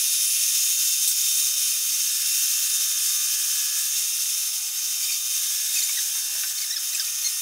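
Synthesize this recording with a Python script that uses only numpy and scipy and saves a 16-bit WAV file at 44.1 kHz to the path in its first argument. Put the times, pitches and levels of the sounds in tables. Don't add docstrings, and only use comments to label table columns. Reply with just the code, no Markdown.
import sys
import numpy as np
from scipy import signal
from scipy.fft import rfft, irfft
from scipy.io import wavfile
from scipy.ndimage import uniform_filter1d

SR = 44100
rng = np.random.default_rng(int(sys.argv[2]) if len(sys.argv) > 2 else 0)


def boost(x):
    u = np.asarray(x, float) / 20
    return 10 ** u


def pcm_store(signal):
    levels = np.round(np.clip(np.atleast_2d(signal), -1, 1) * 32767)
    wavfile.write(sys.argv[1], SR, levels.astype(np.int16).T)


N = 326781
T = np.arange(N) / SR
PULSE_HZ = 70.8


def evened(x):
    return x / np.sqrt(np.mean(x ** 2) + 1e-20)


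def curves(rows, t):
    s, *columns = np.transpose(rows)
    return np.array([np.interp(t, s, c) for c in columns])


def add(mix, s, sound):
    part = mix[round(s * SR):][:len(sound)]
    part += sound[:len(part)]


def wander(low_hz, top_hz, count):
    t = T[::256]
    hz = np.geomspace(low_hz, top_hz, 24)[:, None]
    waves = np.sin(2 * np.pi * (hz * t + rng.random((count, 24, 1)))) / np.sqrt(hz)
    return [np.interp(T, t, evened(w)) for w in waves.sum(1)]


def bumps(rows, t):
    return sum(db * np.maximum(1 - abs(t - s) / half, 0) for s, db, half in rows)


# t/s, level/dB
MACHINE_LEVEL = [(0, -22.5), (.5, -22.5), (.9, -22), (1.4, -22), (1.9, -23.2), (2.25, -24.5), (2.33, -22),
                 (2.65, -23.5), (3.05, -23), (3.35, -24), (3.75, -23.5), (4.2, -25), (4.8, -27),
                 (5.12, -24.5), (5.5, -25), (6.0, -25), (6.45, -26), (7.41, -28)]


def fade(t):
    return curves(MACHINE_LEVEL, t)[0] + 23.1


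# t/s, level change/dB, half length/s
LOAD_SAGS = [(.768, -2.5, 0.027), (.973, -2, 0.071), (1.14, -2.5, 0.086), (1.532, -2.5, 0.1),
             (1.81, -2.6, 0.089), (2.709, -0.2, .04), (2.868, -1.2, .06), (2.958, -3, 0.046),
             (3.183, -1.3, 0.04), (3.715, -2, 0.06), (3.896, -2.5, 0.061), (4.11, -1.1, 0.12),
             (4.515, -2, 0.03), (4.62, -1.8, 0.069), (4.709, -2.5, 0.065), (5.0, -1, 0.043),
             (5.225, -3.5, 0.11), (5.607, -0.5, .06), (5.77, 2.5, 0.043), (6.1, -1, .08), (6.271, -2, 0.11),
             (6.545, -3, 0.094), (6.68, -2.5, 0.062), (6.76, -5, 0.083), (6.914, -0.5, .05),
             (6.979, 0, .05), (7.139, -1.5, 0.061)]


def machine_level():
    return boost(curves(MACHINE_LEVEL, T)[0] + bumps(LOAD_SAGS, T))


# f/Hz, level/dB per Hz
BEARING_NOISE = [(30, -54.3), (150, -55.4), (400, -51.0), (700, -44.5), (1100, -33.3), (1800, -27.0),
                 (2300, -29.4), (3300, -26.4), (4300, -23.7), (5800, -18.0), (7500, -12.0), (10500, -14.4),
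                 (13000, -12.7), (15600, -13.7)]
# f/Hz, width/Hz, level over the hiss/dB
CASTING_RINGS = [(821, 55, 7.0), (1504, 112, 5.8), (2163, 177, 8.7), (2485, 116, 16.0), (2698, 257, 14.0),
                 (3193, 694, 11.5), (3456, 50, 10.5), (3689, 169, 14.6), (3941, 699, 9.6),
                 (4581, 396, 11.2), (4948, 223, 9.8), (5218, 203, 15.4), (5496, 248, 14.8),
                 (5724, 276, 11.7), (6065, 254, 13.4), (6243, 182, 16.0), (6513, 551, 11.0),
                 (6992, 126, 8.3), (7171, 141, 4.1), (7596, 50, -5.0), (8170, 699, 0.7), (8542, 288, 4.7),
                 (9144, 699, 2.7), (9550, 106, 2.2), (9793, 699, 4.0), (10805, 699, 2.6), (12288, 313, 1.9),
                 (13224, 490, -1.8), (14128, 699, -2.3), (15455, 50, -0.5)]


def hiss(patchy_db=0.8, flicker_db=0.63, grit_db=0.5):
    frames = N // 256 + 5
    slow_fade = fade(np.arange(frames) * 256 / SR)
    hz = np.fft.rfftfreq(1024, 1 / SR)[:, None]
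    real, imag, patches = rng.standard_normal((frames, 513, 3)).T

    gap_noise = evened(uniform_filter1d(uniform_filter1d(patches, 3, 0), 7, 1))
    gaps = gap_noise < .12 * slow_fade - 1
    gap_db = np.where(gaps, -16, .7) * (hz > 640) * (hz < 1150)

    patches = evened(uniform_filter1d(uniform_filter1d(patches, 14, 0), 12, 1))
    middle_db, low_db = np.outer([-0.1, -0.64], slow_fade)
    lean_db = np.where(hz < 2400, low_db, np.clip((8500 - hz) / 1000, 0, 1) * middle_db)
    spectrum = (real + 1j * imag) * boost(patchy_db * patches + lean_db + gap_db)
    x = signal.istft(spectrum, nperseg=1024, noverlap=768)[1][:N]

    x *= boost(grit_db * evened(uniform_filter1d(rng.standard_normal(N), 30)))
    x *= 1 + .045 * sum(np.cos(2 * np.pi * k * PULSE_HZ * T) for k in (1, 2))
    x *= boost(flicker_db * wander(8.8, 60, count=1)[0])

    hz = np.fft.rfftfreq(N, 1 / SR)
    peaks = sum(boost(2 * db) / (1 + (2 * (hz - f) / w) ** 2) ** 2 for f, w, db in CASTING_RINGS)
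    f, db = np.transpose(BEARING_NOISE)
    db = db - np.interp(f, [170, 350, 700, 1100, 1800], [7, 0.5, 3.5, 2.5, 0])
    colour = boost(np.interp(np.log(hz + 1), np.log(f), db)) * np.sqrt(1 + peaks)
    return evened(irfft(rfft(x) * colour, N))


# f/Hz, level/dB
WHEEL_RING = [(1200, 1), (2200, -1), (3400, 2.5), (4000, 11), (4400, 0), (4800, 14), (5200, 15.5),
              (5600, 17), (6000, 7), (6600, -3)]


def slip(points):
    t = np.arange(points[0][0], points[-1][0], 1 / SR)
    hz, grip_db = curves(points, t)
    hz = uniform_filter1d(hz, 60, mode="nearest")
    turns = np.cumsum(hz) / SR
    stack = sum(boost(curves(WHEEL_RING, k * hz)[0]) * np.sin(2 * np.pi * k * turns) for k in (1, 2, 3, 4))
    return t[0], np.sqrt(2) * stack * boost(grip_db) * signal.windows.tukey(len(t), .1)


def squeak(length, hz, end_share, dbs):
    n = round(length * SR)
    pitch, grip = (evened(uniform_filter1d(rng.standard_normal(3000), 130))[:n] for _ in range(2))
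    uneven = 1 + .2 / (hz * length) * pitch
    turns = np.cumsum(hz * np.linspace(1, end_share, n) * uneven) / SR
    stack = sum(boost(db) * np.sin(2 * np.pi * (k + 1) * turns) for k, db in enumerate(dbs))
    return 1.4 * stack * boost(1.3 * grip) * signal.windows.tukey(n, .3)


# t/s, length/s, f/Hz, level of the strongest partial/dB
DULL_SQUEAKS = [
    (5.972, 0.012, 1935, -33),
    (5.984, 0.0115, 1710, -38),
]
NASAL_SQUEAKS = [(5.027, 0.013, 2330, -29), (5.044, .011, 2460, -32), (5.121, .008, 2314, -28),
                 (5.129, .008, 2300, -31), (5.146, 0.015, 2330, -31), (5.821, .008, 2090, -26.5),
                 (5.781, .011, 2355, -28), (5.891, .008, 1150, -32), (5.901, .008, 1150, -44),
                 (5.984, 0.016, 1920, -30), (6.576, .011, 2220, -32), (6.586, 0.0064, 2180, -30),
                 (6.929, 0.0091, 2030, -32)]
SHRILL_SQUEAKS = [
    (5.738, 0.022, 2400, -31),
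    (5.782, 0.0081, 2380, -30),
    (5.789, .006, 2220, -24),
    (5.794, .007, 2380, -25),
    (5.826, 0.0064, 2185, -30),
    (5.831, .013, 2365, -22.5),
    (5.845, .006, 2320, -29),
]
HOLLOW_SQUEAKS = [
    (6.946, 0.011, 2560, -24.5),
    (7.024, .007, 2320, -39),
]
BRIGHT_SQUEAKS = [
    (7.243, 0.017, 2135, -24.5),
    (7.257, .021, 2156, -22),
    (7.277, .014, 2115, -31),
]
PLAIN_SQUEAKS = [(4.945, .01, 2700, -36), (5.004, 0.01, 2410, -41), (5.087, .021, 2455, -33.5),
                 (5.756, 0.024, 2560, -30.5), (5.783, .017, 2470, -40), (6.978, .013, 1640, -41),
                 (7.077, 0.011, 2450, -37), (7.022, 0.012, 1300, -46)]
# 1st level/dB, 2nd level/dB, ..
GRIP_PARTIALS = [(-1.5, 0.33, -15), (-14.5, -2.5, -10), (-22, -14, -0.5, -13, -9), (-8, -8, -1),
                 (-20, -6.5, -1.5), (-1.5, -25, -25)]
# t/s, f/Hz, level/dB
GLIDING_SLIPS = [
    [(6.614, 2490, -50), (6.618, 2395, -45), (6.624, 2170, -41), (6.64, 2200, -41), (6.646, 1975, -45),
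     (6.652, 1600, -50)],
    [(6.704, 1810, -52), (6.707, 1860, -43), (6.711, 1865, -42), (6.715, 1770, -41), (6.721, 1830, -50),
     (6.729, 1990, -43.5), (6.739, 1990, -45), (6.745, 1865, -45), (6.749, 1850, -58)],
    [(6.76, 1660, -50), (6.764, 1720, -42), (6.768, 1750, -39.5), (6.773, 1690, -40.5), (6.778, 1440, -47),
     (6.787, 1190, -49)],
    [(6.996, 1850, -44), (6.9975, 1780, -33), (7.0005, 1680, -40), (7.003, 1620, -38), (7.008, 1530, -38),
     (7.011, 1540, -48), (7.016, 1620, -46)],
]


def squeaks():
    out = np.zeros(N)
    tables = (DULL_SQUEAKS, NASAL_SQUEAKS, SHRILL_SQUEAKS, HOLLOW_SQUEAKS, BRIGHT_SQUEAKS, PLAIN_SQUEAKS)
    for rows, grip_db in zip(tables, GRIP_PARTIALS):
        for s, length, hz, db in rows:
            add(out, s, squeak(length, hz, 0.99, db + np.array(grip_db)))
    for points in GLIDING_SLIPS:
        add(out, *slip(points))
    return signal.sosfilt(signal.butter(8, 900, "high", fs=SR, output="sos"), out)


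# t/s, f/Hz, width/Hz, peak level/dB, time to die away by 60 dB/s
KNOCK_RATTLES = [(1.076, 8500, 1600, -22, .2), (1.076, 12500, 6200, -22, .2), (1.076, 4300, 1500, -29, .08),
                 (1.09, 15000, 1200, -30, .15), (1.488, 8000, 9000, -22, .004),
                 (3.958, 3700, 700, -33, .08), (4.258, 3000, 2500, -33, .01), (1.981, 600, 150, -69, .1),
                 (2.081, 620, 150, -68, .1), (6.151, 800, 500, -59, .12), (6.151, 1700, 800, -46, .1),
                 (6.296, 950, 300, -58, .15), (6.303, 650, 250, -66, .3), (6.351, 750, 300, -60, .25),
                 (6.351, 1600, 600, -48, .1), (6.455, 340, 120, -76, .2), (6.46, 650, 300, -66, .4),
                 (6.434, 1650, 900, -40, .08), (6.434, 3000, 1900, -35, .08), (6.506, 1700, 600, -48, .08)]
# t/s, f/Hz, peak level/dB, time to die away by 60 dB/s
KNOCK_RINGS = [(6.151, 1020, -52, .15), (6.151, 560, -62, .15), (6.303, 560, -62, .3),
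               (6.35, 640, -48, .13), (6.35, 340, -66, .25), (6.35, 980, -52, .12), (6.35, 1620, -42, .1),
               (6.368, 860, -52, .12), (6.434, 320, -56, .09), (6.434, 790, -53, .15),
               (6.434, 1150, -44, .1), (6.434, 1540, -34, .08), (6.434, 2250, -44, .1),
               (6.506, 820, -55, .15), (6.506, 250, -70, .1)]


def knocks():
    out, t = np.zeros(N), T[:SR // 4]
    for s, hz, width, db, t60 in KNOCK_RATTLES:
        band = signal.butter(3, [hz - width / 2, hz + width / 2], "band", fs=SR, output="sos")
        rattle = rng.standard_normal(len(t)) * boost(-60 * t / t60)
        rattle[0] = 1.2 * np.sqrt(SR / width)
        add(out, s, boost(db) * np.sqrt(SR / 2 / width) * signal.sosfilt(band, rattle))
    for s, hz, db, t60 in KNOCK_RINGS:
        ring = boost(db - 60 * t / t60) * np.sin(2 * np.pi * hz * t)
        add(out, s, ring * np.minimum(t / .002, 1))
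    return out


def hand_wheel():
    out, t = squeaks() + knocks(), T[:SR // 4]
    tail = rng.standard_normal(len(t)) * boost(-60 * t / .12) * (t > .003)
    return out + boost(-15) * signal.oaconvolve(out, tail / np.linalg.norm(tail))[:N]


# multiple of the pulse rate, level/dB
FEED_PANELS = [
    [(10, -14), (11, -4), (12, 0), (13, -4), (14, -11), (15, -4), (16, -12)],
    [(17, 0), (18, -5), (19, -3), (20, -4)],
    [(21, -8), (22, -5), (23, -7), (24, 0), (25, -4), (27, -14)],
]
PANEL_REST = (-77, -61.5, -73)
# start t/s, end t/s, level change/dB
PANEL_SPELLS = [
    [(2.0, 7.6, 4.5), (2.5, 7.6, 1.5), (3.5, 7.6, 5.5), (6.0, 6.4, 3.5)],
    [(.5, .9, -3), (1.5, 4.5, 3), (2.9, 3.7, 4), (5.5, 5.6, 3), (5.8, 5.9, -4), (6.4, 6.7, -1.5),
     (6.95, 7.6, 4.5)],
    [(.25, .3, 3), (2.1, 3.85, 21), (3.0, 3.6, 2.5), (5.4, 6.75, 20.5), (7.2, 7.6, 5)],
]


def feed(waver_db=2.0):
    first_pulse_s, ramp_s = .0098, 0.31
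    out = np.zeros(N)
    for panel, rest_db, spells in zip(FEED_PANELS, PANEL_REST, PANEL_SPELLS):
        panel_db = rest_db + sum(db * np.clip(1 + np.minimum(T - a, b - T) / ramp_s, 0, 1)
                                 for a, b, db in spells)
        waver = wander(0.472, 10, count=len(panel))
        pulses = np.zeros(N)
        for (k, db), w in zip(panel, waver):
            smear = .8 * min(k - 17, 0) ** 2
            phase = 2 * np.pi * k * PULSE_HZ * (T - first_pulse_s) + .3 * w + smear
            pulses += boost(db + waver_db * w) * np.cos(phase)
        out += boost(panel_db) * evened(pulses)
    return out


def lines(hz, db, turns, waver_db):
    drift, waver = wander(0.294, 6, count=len(hz)), wander(0.504, 12, count=len(hz))
    return [np.sqrt(2) * boost(d + waver_db * w) * np.sin(2 * np.pi * (f * T + turns * u))
            for f, d, u, w in zip(hz, db, drift, waver)]


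# multiple of the tooth rate, level against the machine/dB
GEAR_WHINE = [(1, -50.5), (2, -38.0), (3, -36.0), (4, -29.0), (5, -22.0), (6, -18.0), (7, -36.0),
              (8, -24.0), (9, -20.0), (10, -29.0), (11, -14.0), (12, -19.0), (13, -26.0), (14, -28.0),
              (15, -18.0), (16, -12.0), (17, -28.0), (18, -29.0), (19, -23.0), (20, -24.0), (21, -26.0),
              (22, -29.0), (23, -39.0), (24, -36.0)]
# f/Hz, level against the machine/dB
SIDE_TONES = [(580, -60), (1518, -41), (2196, -41), (2724, -25), (3257, -33), (3461, -31), (3600, -22),
              (5167, -21), (5240, -28), (5275, -23), (5310, -28), (5452, -25), (5644, -24), (5709, -28),
              (6307, -21), (6584, -26), (6952, -28), (9582, -30)]
STANDING_WAVES = {1: [(3.2, -3, 0.65), (5.1, -1.5, 0.79), (6.1, -3, 0.39)], 3: [(.4, 2, .5),
                  (4.7, -8, 0.37), (7.1, 5, 1)], 6: [(.2, 3.5, 0.26), (.62, -6.5, 0.81), (2.0, -6.5, .4),
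                  (2.45, -5, 0.21), (3.45, -10, 0.67), (4.7, -7, 0.55), (5.85, -2, 0.27), (6.65, -6, 1),
                  (7.3, -3, .35)], 11: [(0, -30, 0.083), (3.0, -1, .3), (4.6, -4, .5), (6.0, -17, 0.46),
                  (6.7, -19, 0.4), (7.3, -6, .4)], 15: [(0, -16, 0.3), (1.5, -6, .9), (2.5, -8, 0.28),
                  (3.07, 4, .35), (6.13, 1, .3), (6.65, -15, 0.36)], 16: [(.3, 4.5, .35), (1.95, -5, .3),
                  (3.55, -14, 0.58), (4.95, -9, 0.38), (5.65, -11, 0.38), (6.4, -2.5, 0.69), (7.3, -2, .3)]}
STANDING_REST = (1, 0.74, 3.2, 1.5, 1.6, 0.45)


def gears():
    mesh_hz = 612.2
    k, db = np.transpose(GEAR_WHINE)
    tones = lines(k * mesh_hz, db - .7, turns=.16, waver_db=1.7)
    for (order, changes), rest_db in zip(STANDING_WAVES.items(), STANDING_REST):
        tones[order - 1] = tones[order - 1] * boost(rest_db + bumps(changes, T))
    beat_s, first_dip_s = 1.33, 0.96
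    beat = abs(1 - 0.74 * np.exp(2j * np.pi * (T - first_dip_s) / beat_s))
    tones[0] = tones[0] * boost(2.0 * wander(3, 25, count=1)[0]) * beat
    low = sum(tones[:3]) * boost(-.8 * fade(T))
    side = sum(lines(*np.transpose(SIDE_TONES), turns=.2, waver_db=2.5))
    return low + sum(tones[3:]) + side


def scene():
    machine = machine_level() * (boost(0.21) * hiss() + gears())
    thin = signal.butter(4, 220, "high", fs=SR, output="sos")
    return np.tile(machine + signal.sosfilt(thin, feed() + hand_wheel()), (2, 1))


def roll_off(x):
    return signal.sosfilt(signal.butter(12, 16870, fs=SR, output="sos"), x)


def record(dry):
    edge = signal.firwin(1023, 15740, window=("kaiser", 9), fs=SR)
    return roll_off(signal.oaconvolve(dry, edge[None], "same"))


dry = scene()
out = record(dry)
pcm_store(out)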